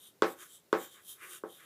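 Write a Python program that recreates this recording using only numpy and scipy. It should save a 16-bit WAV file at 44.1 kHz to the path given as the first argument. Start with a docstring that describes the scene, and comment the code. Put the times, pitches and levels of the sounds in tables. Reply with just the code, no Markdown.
"""Chalk writes a few letters on a framed wall board in a small quiet room.
Short dragged strokes: random grain impulses are filtered into board rasp, a narrow ring near 3.5 kHz and hiss.
Three landings: each plays a knock through the panel, a crush of the tip, ringing modes and a dense tail.
Shaped noise lies underneath as room tone."""
import sys
import numpy as np
from scipy import signal
from scipy.fft import rfft, irfft, next_fast_len
from scipy.io import wavfile

SR = 44100
rng = np.random.default_rng(int(sys.argv[2]) if len(sys.argv) > 2 else 0)


def unload_audio(sound):
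    """Save the sound as a 16-bit wav file, at the path given as the first command line argument."""
    columns = np.transpose(np.atleast_2d(sound))
    # keep every value between -1 and 1, then stretch to whole-number steps
    steps = np.round(np.clip(columns, -1, 1) * 32767)
    wavfile.write(sys.argv[1], SR, steps.astype(np.int16))


N = 72765  # length [samples]
T = np.arange(N) / SR  # time [s]


def from_db(db):
    """Decibels to gain."""
    return 10 ** (np.asarray(db) / 20)


def rms_one(x):
    """Scale to unit rms."""
    return x / np.sqrt(np.mean(x ** 2) + 1e-20)


def at_hz(points, hz):
    """Read a table on a log-frequency axis."""
    f, v = np.transpose(points)
    return np.interp(np.log(np.maximum(hz, 1)), np.log(f), v)


def colour(x, points, bend_s=0):
    """Causal minimum-phase filter with a given dB curve; bend_s delays lows as bending waves do."""
    size = 2 * next_fast_len(N)
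    hz = np.arange(size // 2 + 1) * SR / size
    # folding the cepstrum forward in time gives minimum phase
    cepstrum = irfft(np.log(from_db(at_hz(points, hz))))
    cepstrum[1:size // 2] *= 2
    cepstrum[size // 2 + 1:] = 0
    # group delay is bend_s at 1 kHz and grows as 1 / sqrt(frequency)
    lag = 4 * np.pi * bend_s * np.sqrt(1000 * hz)
    response = np.exp(rfft(cepstrum) - 1j * lag)
    return irfft(rfft(x, size) * response)[:N]


def resonate(x, hz, width_hz):
    """One broad resonance: a pole pair whose radius sets the bandwidth."""
    r = np.exp(-np.pi * width_hz / SR)
    return signal.lfilter([1, 0, -1], [1, -2 * r * np.cos(2 * np.pi * hz / SR), r * r], x)


def crest(x, hz, width_hz):
    """Two equal resonances in a row: a peak with steep skirts, at unit rms."""
    return rms_one(resonate(resonate(x, hz, width_hz), hz, width_hz))


# spectral tilt of the room tone: (frequency [Hz], relative level [dB per Hz])
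ROOM_TONE = [(25, -40), (45, -39.5), (70, -12), (110, -6.5), (170, -5.5), (250, -7), (400, -3), (700, -12),
             (1500, -16.5), (3000, -19), (8000, -21), (15000, -20)]
ROOM_TONE_DB = -68  # rms


def room_tone():
    """Faint steady background of the room, as shaped noise."""
    return from_db(ROOM_TONE_DB) * rms_one(colour(rng.standard_normal(N), ROOM_TONE))


GRAINS_PER_S, GRAIN_SPREAD_DB = 8000, 3
STROKE_ROOM_DB, STROKE_ROOM_T60_S = -5, 0.14


def friction(pressure):
    """Chalk crumbles in thousands of tiny uneven slips a second, heard direct and through the room."""
    spread = GRAIN_SPREAD_DB * np.minimum(rng.exponential(1, N), 4)
    sizes = from_db(spread) * rng.choice([-1, 1], N)
    slips = sizes * (rng.random(N) < GRAINS_PER_S / SR) * pressure
    room = rng.standard_normal(N) * from_db(-60 * T / STROKE_ROOM_T60_S)
    room = room / np.linalg.norm(room)
    return slips + from_db(STROKE_ROOM_DB) * signal.fftconvolve(slips, room)[:N]


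# modes of the framed panel: (frequency [Hz], relative level [dB], decay t60 [s])
PANEL_MODES = [(113, -21.5, 0.18), (187.5, -12, 0.23), (253.7, -10.5, .18), (330, -2, 0.24),
               (357.4, -1.5, 0.24), (436, 2.5, 0.19), (515.6, -8, .19), (541, -6.5, .24),
               (606, -13.5, 0.15), (781.5, -2, 0.22), (821.5, -13, 0.17), (982, -16.5, 0.16),
               (1064, -9.5, .21), (1113, -9, 0.27), (1223, -12, 0.17), (1281, -10, .19), (1307, -6.5, .22),
               (1484, -10, 0.15), (1532, -11.5, .2), (1596, -13.5, .2), (1680, -12.5, .2),
               (1782, -13.5, .2), (2235, -20.5, .21), (2534, -21.5, 0.22)]
MODES_DB = -18.5  # added to every mode; 0 dB is the peak of the knock
TAIL_GAP_S, TAIL_RISE_S = 0.005, 0.0033


def build_up():
    """Waves return from the frame: silence for the gap, then a straight rise to full level."""
    return np.clip((T - TAIL_GAP_S) / TAIL_RISE_S, 0, 1)


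def panel_modes():
    """Ring of the panel after a unit blow: decaying sines that build up as waves return from the frame."""
    modes = 0
    for hz, db, t60 in PANEL_MODES:
        envelope = from_db(MODES_DB + db - 60 * T / t60)
        modes = modes + envelope * np.sin(2 * np.pi * (hz * T + rng.random()))
    return modes * build_up()


# colours excited by the dragged tip, each: (frequency [Hz], relative level [dB per Hz])
BOARD_RASP = [(50, -35), (150, -25), (280, -14), (420, -5.5), (600, -10.5), (820, -19.5), (1100, 0),
              (1400, 6), (1750, -0.5), (2250, -3), (2700, -9), (4200, -26.5), (8000, -43)]
CHALK_BODY_RING = [(100, -50.5), (1800, -44.5), (2700, -15.5), (3150, 1), (3450, -1), (3720, 1.5),
                   (4050, -12.5), (5200, -26), (8000, -53)]
GRAIN_HISS = [(100, -38), (1000, -15.5), (2500, -32), (4600, -9), (5800, -3), (7100, -0.5), (8000, -1),
              (9200, 2.5), (10200, 0), (11400, 1.5), (12600, 0.5), (14000, -5), (15500, -3)]
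# the strokes, with levels against unit-rms layers:
# (start [s], end [s], rise [dB/s], fall [dB/s], rasp level [dB], rasp crest [Hz], chalk ring level [dB],
#  hiss level [dB], lower crest [Hz], lower crest level [dB], upper crest [Hz], upper crest level [dB])
DRAGS = [ (0.028, 0.083, 215, 432, -77, 1260, -60.5, -60, 9300, -63.5, 11600, -63),
         (0.275, 0.325, 228, 598, -72.5, 1470, -61, -55, 7800, -62.5, 13400, -58),
         (0.411, 0.432, 415, 325, -56, 1500, -61.5, -52, 6700, -60.5, 11200, -58.5),
         (0.524, 0.565, 184.5, 413, -78.5, 1290, -63, -58, 7740, -62.5, 10700, -64.5),
         (0.81, 0.85, 177, 364, -57.5, 1495, -56, -53, 7230, -57, 13500, -56),
         (0.915, 0.953, 340, 375.5, -103, 1400, -63, -61, 7300, -70, 13300, -77),
         (0.959, 0.998, 344, 450, -63.5, 1600, -84, -89, 7150, -74, 11300, -75),
         (1.092, 1.12, 270, 327, -73.5, 1260, -55.5, -50, 10740, -53.5, 12700, -55),
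         (1.226, 1.253, 389.5, 254, -51, 2000, -79, -59, 8940, -62.5, 11240, -61.5),
         (1.317, 1.367, 257, 434, -58.5, 2730, -58, -50, 9150, -56, 11100, -62.5),
         (1.505, 1.575, 279, 313, -84, 1100, -64, -62, 10500, -70.5, 11470, -65.5),
         (1.603, 1.664, 304, 370, -62, 1950, -67.5, -67, 7400, -74, 11100, -69.5)]
CHATTER_DB, CHATTER_HZ = 1, 161  # rms and low-pass corner of the pressure wobble
RASP_MODES_DB = -3  # the rasp also sets the panel modes ringing
RASP_CREST_DB, RASP_CREST_WIDTH_HZ, HISS_CREST_WIDTH_HZ = -2, 1000, 1280
EASE_S = 0.0034  # rounds the corners of each stroke


def strokes():
    """Each stroke swells, holds and fades; tip angle sets its mix of rasp, ring and hiss and their crests."""
    low_pass = signal.butter(2, CHATTER_HZ, fs=SR, output="sos")
    chatter = rms_one(signal.sosfilt(low_pass, rng.standard_normal(N)))
    pressure = from_db(CHATTER_DB * chatter)
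    rasp = rms_one(colour(friction(pressure), BOARD_RASP))
    ring = rms_one(colour(friction(pressure), CHALK_BODY_RING))
    hiss = rms_one(colour(friction(pressure), GRAIN_HISS))
    rung_modes = rms_one(signal.fftconvolve(rasp, panel_modes())[:N])
    rasp = rms_one(rasp + from_db(RASP_MODES_DB) * rung_modes)
    tip = friction(pressure)
    out = np.zeros(N)
    for (start, end, rise, fall, rasp_db, rasp_hz, ring_db, hiss_db,
         lower_hz, lower_db, upper_hz, upper_db) in DRAGS:
        # softened time still to go before the start, and time gone since the end
        early = EASE_S * np.logaddexp(0, (start - T) / EASE_S)
        late = EASE_S * np.logaddexp(0, (T - end) / EASE_S)
        swell = from_db(-rise * early - fall * late)
        rasp_crest = from_db(RASP_CREST_DB) * crest(tip, rasp_hz, RASP_CREST_WIDTH_HZ)
        layers = from_db(rasp_db) * (rasp + rasp_crest)
        layers = layers + from_db(ring_db) * ring + from_db(hiss_db) * hiss
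        layers = layers + from_db(lower_db) * crest(tip, lower_hz, HISS_CREST_WIDTH_HZ)
        layers = layers + from_db(upper_db) * crest(tip, upper_hz, HISS_CREST_WIDTH_HZ)
        # the swell stays silent until the last landing ahead of this stroke
        landed = max([0] + [tap[0] for tap in LANDINGS if tap[0] < start])
        out += (T >= landed) * swell * layers
    return out


# first knock of the panel: (frequency [Hz], relative level [dB])
PANEL_KNOCK = [(40, -42), (150, -25), (230, -14.5), (330, -2), (420, -1.5), (540, -5.5), (640, -15.5),
               (740, -35), (900, -14), (1130, -5.5), (1270, -12), (1520, -8.5), (1900, -31.5),
               (2700, -32.5), (3600, -19.5), (6000, -53.5), (9000, -46.5), (15000, -67.5)]
BEND_DELAY_S = .0009  # lag at 1 kHz


def knock():
    """One impulse travels the panel as bending waves, lows arriving later; peak 1."""
    blow = colour(-1. 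* (T == 0), PANEL_KNOCK, BEND_DELAY_S)
    return blow / abs(blow).max()


# crunch of the landing tip: (frequency [Hz], relative level [dB])
TIP_CRUSH = [(1000, -20.5), (2400, 2.5), (3500, 6.5), (4400, -0.5), (5500, -10.5), (6500, -8), (7400, -6.5),
             (9000, -23), (11000, -32), (15000, -24.5)]
CRUSH_DB, CRUSH_T60_S = -16, 0.014  # rms level at the start, and decay


def crush():
    """The tip crushes as it lands: a very short burst of coloured noise."""
    noise = rms_one(colour(rng.standard_normal(N), TIP_CRUSH))
    return noise * from_db(CRUSH_DB - 60 * T / CRUSH_T60_S)


# spectrum of the dense ring of board and room: (frequency [Hz], relative level [dB])
DENSE_RING = [(40, -26), (120, -21), (250, -5.5), (340, -2), (480, 2.5), (680, -2), (900, 1.5),
              (1100, -2.5), (1550, -1.5), (2000, -6.5), (2900, -15.5), (3600, -16.5), (5000, -18),
              (9000, -34), (15000, -40)]
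# its decay: (frequency [Hz], decay t60 [s])
DENSE_RING_T60 = [(100, 0.21), (400, 0.25), (1300, 0.22), (4000, .21), (12000, 0.18)]
DENSE_RING_DB = -16.5  # rms before the decay is applied


def dense_ring():
    """Countless weak modes and reflections: noise in third-octave bands that die at their own rates."""
    hz = np.arange(N // 2 + 1) * SR / N
    spectrum = from_db(at_hz(DENSE_RING, hz)) * np.exp(2j * np.pi * rng.random(len(hz)))
    spectrum = spectrum / irfft(spectrum, N).std()
    edges = np.geomspace(25, 18000, 28)
    out = 0
    for low, high in zip(edges, edges[1:]):
        band = irfft(spectrum * (hz >= low) * (hz < high), N)
        t60 = at_hz(DENSE_RING_T60, np.sqrt(low * high))
        shape = from_db(-60 * T / t60) * build_up()
        # hold each band to its expected energy, whatever the noise draw
        level = band.std() * np.sqrt(np.mean(shape ** 2))
        out = out + rms_one(band * shape) * level
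    return from_db(DENSE_RING_DB) * out


# landings of the chalk: (time [s], knock peak level before the contact filter [dB],
#  treble hardness, scaled across the contact curve [dB], bass weight at 85 Hz and below [dB])
LANDINGS = [(0.2215, -9.5, 0, 2), (0.7281, -11, -5, 0), (1.4362, -25, -27, -14.5)]


def taps():
    """Each landing plays the knock, crush, modes and dense ring of the board; soft ones lack treble."""
    board = knock() + crush() + panel_modes() + dense_ring()
    out = np.zeros(N)
    for s, db, treble_db, bass_db in LANDINGS:
        start = int(s * SR)
        contact = [(85, bass_db), (140, 0.035), (700, 0.0089), (1700, 0.27 * treble_db),
                   (2050, 0.42 * treble_db), (4000, 1.05 * treble_db), (12000, 0.93 * treble_db)]
        out[start:] += from_db(db) * colour(board, contact)[:N - start]
    return out


def scene():
    """Strokes and taps over the room tone, in mono."""
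    return (room_tone() + strokes() + taps())[None]


CUTOFF_HZ = 15500


def record(dry):
    """The top is cut steeply by an elliptic low-pass."""
    return signal.sosfilt(signal.ellip(12, .1, 80, CUTOFF_HZ, fs=SR, output="sos"), dry)


dry = scene()
out = record(dry)
unload_audio(out)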